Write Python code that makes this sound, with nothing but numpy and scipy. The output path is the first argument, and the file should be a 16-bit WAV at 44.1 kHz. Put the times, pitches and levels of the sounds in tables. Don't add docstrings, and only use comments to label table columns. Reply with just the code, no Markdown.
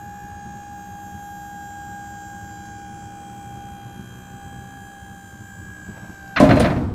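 import sys
import numpy as np
from scipy import signal
from scipy.fft import rfft, irfft, next_fast_len
from scipy.io import wavfile

SR = 44100
rng = np.random.default_rng(int(sys.argv[2]) if len(sys.argv) > 2 else 0)


def log_audio(samples):
    frames = np.atleast_2d(samples).T
    limited = np.clip(frames, -1, 1)
    pcm = np.round(limited * 32767).astype(np.int16)
    wavfile.write(sys.argv[1], SR, pcm)


N = 306054
TIME = np.arange(N) / SR
SLOTS = 13

# (frequency [Hz], relative level [dB])
WIND_COLOUR = [(20, -36), (40, -26), (65, -2.5), (105, 0), (150, -8), (200, -1.5), (260, -15), (380, -16),
               (520, -35.5), (1000, -29), (4000, -72)]
TICK_COLOUR = [(2000, -25), (4500, -1), (6200, 2), (9000, -5), (15000, -15)]
HISS_COLOUR = [(250, 6), (600, 0), (1100, 0), (1650, -2.5), (2100, -11), (2800, -13), (4400, -17),
               (5600, -22), (6500, -14.5), (7300, -5), (8500, -27.5), (12500, -20), (15500, -30)]
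AIR_COLOUR = [(100, 31), (1000, -24), (4000, -32), (15000, -15)]
SCRAPE_COLOUR = [(200, -25), (700, 7.0), (1500, -13), (2400, -8.5), (3500, -26), (9000, -35)]
# (time [s], level [dB])
WIND_BUMPS = [(0.24, -34.5), (.35, -39), (.45, -35), (3.853, -36.5), (3.992, -32.5), (4.53, -39),
              (5.399, -37), (5.886, -32), (6.02, -35), (6.091, -32)]
FRAME_TICKS = [(2.658, -50), (2.79, -57), (6.278, -53)]
ENGINE_HARMONICS = [4, -4, -8, -15, -20.5]

# (frequency [Hz], level of one order [dB])
BRUSH_BUZZ = [(400, -76), (1200, -76.5), (1800, -87.5), (2100, -84.5), (3100, -81), (4300, -100),
              (5600, -89), (6400, -80), (7400, -88), (8500, -91), (12500, -101.5), (15500, -92)]
# (time [s], level [dB])
SLOT_LEVEL = [(0.0, -39), (1.97, -37), (2.45, -41), (3.67, -39.5), (4.0, -47), (4.05, -57.5), (4.37, -44.5),
              (5.06, -45), (5.75, -56.5), (6.15, -52), (6.33, -42.5)]
# (time [s], octave level [dB], side tone level [dB])
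OCTAVE_LEVEL = [(0, -50, -54), (.9, -51, -56), (1.8, -43.5, -65), (2.65, -47, -59.5), (3.3, -61.5, -63),
                (4.0, -53, -60), (4.85, -55, -46.5), (5.35, -49, -56), (5.7, -48, -43), (6.05, -48, -48.5),
                (6.33, -43, -57)]
# (order before rounding,
# level at mid-lift [dB], trend [dB/s], time of one crest [s], crest spacing [s], echo strength [0-1])
BEATING_TONES = [(5, -55, -.4, 2.52, 4.55, 0.43), (24, -61.5, 0, 3.07, 4.6, 0.82),
                 (25, -65.5, -.2, 0.33, 5.4, .68), (39, -67.5, 0.4, 3.7, 3.56, 0.5),
                 (52, -64, 3, 2.23, 7.5, 0.9), (64.5, -72.5, 0.7, 2.15, 2.23, 0.36),
                 (78.1, -71.5, -0.4, 1.94, 4.25, 0.6), (90.3, -72, 0, 2, 5.8, 1),
                 (103.6, -64, -2, 0.9, 1.69, 0.16), (117.3, -62, -1.2, 2.1, 3.3, 0.78),
                 (129.4, -67.5, 1.6, 0.79, 1.23, .6), (142.4, -74.5, 1.5, 1.8, 2.9, 0.46),
                 (194.3, -73, -3.5, 1.78, 2.4, 0.8)]
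FAINT_TONES = {3: -51.5, 23: -72, 28: -67, 38: -72, 53: -75, 118: -74, 156: -76.5, 169: -77, 182: -75.5,
               208: -70.5, 221: -74, 234: -82, 247: -81}

# (time [s], bed boom [dB], panel clang [dB], fittings clatter [dB])
BLOWS = [(6.361, -46, -40, -19), (6.367, -26, -27.5, -18.5), (6.401, -12, -6.5, -35),
         (6.4221, -10.5, -11, -45), (6.4444, -20, -48, -29), (6.4887, -13.5, -12, -23.5),
         (6.5064, -11, -16, -20), (6.566, -26.5, -15.5, -27), (6.599, -16.5, -14.5, -28),
         (6.620, -18.5, -40, -28.5), (6.643, -20.5, -16, -23.5), (6.656, -26.5, -22.5, -27.5)]
# (boom [dB], clang [dB], clatter [dB])
FIRST_BOUNCE = (-22, -21.5, -30.5)
BOUNCE_LOSS = (1.5, 7, 10)
# (time [s], tick level [dB], ring level [dB])
LATCH_STRIKES = [(6.399, -32, -59), (6.433, -42, -62), (6.556, -45.5, -69), (6.597, -33, -36)]
# (frequency [Hz], relative level [dB], time to fade 60 dB [s])
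BED_MODES = [(41, -19, 1.2), (73, -15, .9), (100, -14, .7), (120, -14, .8), (146, -13, .6), (187, -13, .5),
             (240, -3, .3), (274.5, 0, .38), (344, -14, .5)]
PANEL_MODES = [(487, -1, .22), (554, -13, .45), (607, -3, .4), (635, 0, .16), (672, -3, .18),
               (705, -8, .35), (781, -10, .3), (1024, -13, .45), (1136, -19, .35)]
FITTING_MODES = [(1060, -8, .2), (1433, -3, .4), (1528, -1, .35), (1838, 0, .42), (1933, -5, .35),
                 (2200, -4, .2), (2455, -5, .3), (2600, -4, .28), (3580, -11, .25), (4125, -6, .35)]
LATCH_MODES = [(8800, -8, .1), (9240, 0, .26), (9390, -3, .12), (13600, -18, .3)]
# (frequency [Hz], relative level [dB], time to fade 60 dB [s])
BED_WASH = [(25, -47, 1.1), (62, -12, 3.6), (136, -9.5, 1.85), (280, -1.5, 0.51), (306, -6, 0.48),
            (443, -23.5, 1.8), (900, -27, 0.84), (4000, -77, .2)]
PANEL_WASH = [(200, -27, 0.32), (400, -26, 0.16), (626, 0, 0.23), (820, -21, 1), (1130, -23, 1),
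              (2540, -40, 0.99), (6100, -48.5, 0.92), (15000, -60.5, 0.86)]
FITTING_WASH = [(303, -20, 0.51), (810, -2.5, 0.47), (1530, 9, 0.16), (2650, 0.5, 0.24), (2920, -4, 0.17),
                (4050, -3.5, 0.082), (5400, -12.5, 0.061), (7760, -44, 0.5), (15000, -63, .4)]
LATCH_WASH = [(1000, -7, .1), (3600, 4, 0.3), (5300, -1, 0.19), (8340, -2.5, 0.18), (10500, -8.5, 0.18),
              (15500, -26, 0.2)]


def amp(db):
    return 10 ** (np.asarray(db) / 20)


def unit(x):
    return x / np.sqrt(np.mean(x ** 2) + 1e-20)


def curve(rows, column=1):
    rows = np.array(rows)
    return np.interp(TIME, rows[:, 0], rows[:, column])


def at_hz(rows, hz, column=1):
    rows = np.array(rows)
    return np.interp(np.log(hz + 1), np.log(rows[:, 0]), rows[:, column])


def noise(colour, size=N):
    padded = next_fast_len(size)
    white = rfft(rng.standard_normal(padded))
    gain = amp(at_hz(colour, np.fft.rfftfreq(padded, 1 / SR)))
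    return unit(irfft(white * gain, padded)[:size])


def drift(rate_hz, size=2048):
    hz = np.fft.rfftfreq(size, N / SR / size)
    white = rfft(rng.standard_normal(size))
    slow = irfft(white * np.exp(-(hz / rate_hz) ** 2) * (hz > 0))
    return np.interp(TIME, np.linspace(0, N / SR, size), unit(slow))


def swell(start_s, rise_s, end_s, fall_s):
    return np.clip(np.minimum((TIME - start_s) / rise_s, (end_s - TIME) / fall_s), 0, 1)


def add(mix, start_s, sound):
    part = mix[round(start_s * SR):][:len(sound)]
    part += sound[:len(part)]


def wind(rumble_db=-43, gust_db=2.04, bump_rise_s=0.0076, air_db=-62):
    lull_db = -4 * np.exp(-((TIME - 4.97) / 0.33) ** 2)
    level = amp(rumble_db + lull_db + gust_db * drift(14))
    for start_s, db in WIND_BUMPS:
        age = np.maximum(TIME - start_s, 0) / bump_rise_s
        level = np.hypot(level, amp(db) * age * np.exp(1 - age))
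    return level * noise(WIND_COLOUR) + amp(air_db) * noise(AIR_COLOUR)


def far_engine(start_s=1.7, start_hz=104, climb_hz_per_s=8.3, level_db=-49):
    firing_hz = start_hz + climb_hz_per_s * (TIME - start_s)
    firings = np.cumsum(firing_hz * (1 + .008 * drift(10))) / SR
    hum = sum(amp(db + 3 * drift(10)) * np.sin(2 * np.pi * harmonic * firings)
              for harmonic, db in enumerate(ENGINE_HARMONICS, start=1))
    return amp(level_db) * swell(start_s, rise_s=0.86, end_s=4.94, fall_s=0.26) * hum


def frame_ticks(decay_s=.006):
    out = np.zeros(N)
    t = np.arange(SR // 10) / SR
    for start_s, db in FRAME_TICKS:
        add(out, start_s, amp(db) * np.exp(-t / decay_s) * noise(TICK_COLOUR, size=len(t)))
    return out


def scrape(level_db=-50, grain_db=2.5):
    fade = swell(start_s=5.82, rise_s=0.16, end_s=6.23, fall_s=0.23)
    return fade * amp(level_db + grain_db * drift(47)) * noise(SCRAPE_COLOUR)


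def motor_speed(slot_hz=816.9, sag_hz_per_s=3.3, strain_hz=8.5, strain_s=.9, let_go_s=6.35):
    t = np.minimum(TIME, let_go_s)
    late_sag_hz = strain_hz * np.exp((t - let_go_s) / strain_s)
    return (slot_hz - sag_hz_per_s * t - late_sag_hz) / SLOTS


def hiss(turns, level_db=-52, pulse_depth=0.62):
    pulse = 1 + pulse_depth * np.cos(2 * np.pi * turns)
    return amp(level_db + .5 * drift(1)) * noise(HISS_COLOUR) * pulse


def brush_buzz(turns, shaft_hz, scatter_db=6, size=4096, patterns=6):
    orders = np.arange(7, 253)
    progress = np.linspace(0, patterns - 1, N)
    out = np.zeros(N)
    for k in range(patterns):
        spectrum = np.zeros(size // 2 + 1, complex)
        level_db = at_hz(BRUSH_BUZZ, orders * shaft_hz) + scatter_db * rng.standard_normal(len(orders))
        spectrum[orders] = amp(level_db) * np.exp(2j * np.pi * rng.random(len(orders)))
        one_turn = irfft(spectrum) * size / np.sqrt(2)
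        share = np.cos(np.pi / 2 * np.clip(progress - k, -1, 1))
        out += share * np.interp(turns % 1 * size, np.arange(size), one_turn)
    return out


def scattered_echoes(rate_hz):
    return drift(rate_hz) + 1j * drift(rate_hz)


def whine(turns, side_db=-19, mid_lift_s=3.0, blur=0.2, fade_depth=0.94, shimmer=0.23):
    slot_gain = amp(curve(SLOT_LEVEL))
    tones = [(SLOTS, slot_gain),
             (SLOTS - 1, amp(side_db) * slot_gain),
             (2 * SLOTS, amp(curve(OCTAVE_LEVEL))),
             (2 * SLOTS + 1, amp(curve(OCTAVE_LEVEL, column=2)))]
    for order, db, db_per_s, crest_s, period_s, strength in BEATING_TONES:
        bed_echo = strength * np.exp(2j * np.pi * (TIME - crest_s) / period_s)
        strays = blur * np.sqrt(order / (10 * SLOTS)) * scattered_echoes(0.81)
        direct = amp(db + db_per_s * (TIME - mid_lift_s))
        tones.append((round(order), direct * abs(1 + bed_echo + strays)))
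    for order, db in FAINT_TONES.items():
        strays = fade_depth * min(order / (2 * SLOTS), 1) * scattered_echoes(0.94)
        tones.append((order, amp(db) * unit(abs(1 + strays))))
    out = np.zeros(N)
    for order, gain in tones:
        tremble = np.exp(shimmer * np.sqrt(order / (10 * SLOTS)) * drift(6.8))
        out += gain * tremble * np.sin(2 * np.pi * (order * turns + rng.random()))
    return np.sqrt(2) * out


def pump(flutter=0.00026, sink_s=6.41, sink_db=-18):
    shaft_hz = motor_speed() * (1 + flutter * drift(21))
    turns = np.cumsum(shaft_hz) / SR
    sinking = amp(curve([(sink_s, 0), (sink_s + 0.12, sink_db)]))
    return (hiss(turns) + whine(turns) + brush_buzz(turns, shaft_hz.mean())) * sinking


def ring(modes, t, scatter_db=6):
    hz, db, fade_s = np.transpose(modes)[:, :, None]
    gains = amp(db + scatter_db * rng.standard_normal(hz.shape))
    notes = gains * amp(-60 * t / fade_s) * np.sin(2 * np.pi * hz * t)
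    return np.sqrt(2) * notes.sum(0) / np.linalg.norm(gains)


def wash(rows, t):
    hz, age, bands = signal.stft(noise(rows, size=len(t)), SR, nperseg=512)
    fade_s = at_hz(rows, hz, column=2)[:, None]
    _, sound = signal.istft(bands * amp(-60 * age / fade_s), SR, nperseg=512)
    return sound[:len(t)]


def strike(modes, wash_rows, ring_db, wash_db, rise_s):
    t = np.arange(SR * 3 // 5) / SR
    ringing = amp(ring_db) * ring(modes, t) + amp(wash_db) * wash(wash_rows, t)
    punch = 1 + np.exp(-t / .022)
    return ringing * punch * (1 - np.exp(-t / rise_s))


def bounces(start_s=6.7, gap_s=.062, shrink=0.73, count=3):
    rows = []
    for k in range(count):
        levels_db = np.array(FIRST_BOUNCE) - k * np.array(BOUNCE_LOSS)
        rows.append((start_s, *levels_db))
        start_s += gap_s * shrink ** k
    return rows


def loose_steel():
    out = np.zeros(N)
    for start_s, boom_db, clang_db, clatter_db in BLOWS + bounces():
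        boom = strike(BED_MODES, BED_WASH, ring_db=-4, wash_db=-6, rise_s=0.0042)
        clang = strike(PANEL_MODES, PANEL_WASH, ring_db=-6, wash_db=-7, rise_s=0.0029)
        clatter = strike(FITTING_MODES, FITTING_WASH, ring_db=-12, wash_db=-1.5, rise_s=0.0031)
        add(out, start_s, amp(boom_db) * boom + amp(clang_db) * clang + amp(clatter_db) * clatter)
    for start_s, tick_db, ring_db in LATCH_STRIKES:
        add(out, start_s, strike(LATCH_MODES, LATCH_WASH, ring_db, tick_db, rise_s=0.0012))
    return out


def scene():
    return (pump() + wind() + far_engine() + frame_ticks() + scrape() + loose_steel())[None]


def record(dry):
    rounded = dry / (1 + dry ** 6) ** (1 / 6)
    low_pass = signal.firwin(511, cutoff=15720, window=("kaiser", 9), fs=SR)
    return signal.oaconvolve(rounded, low_pass[None], "same")


dry = scene()
out = record(dry)
log_audio(out)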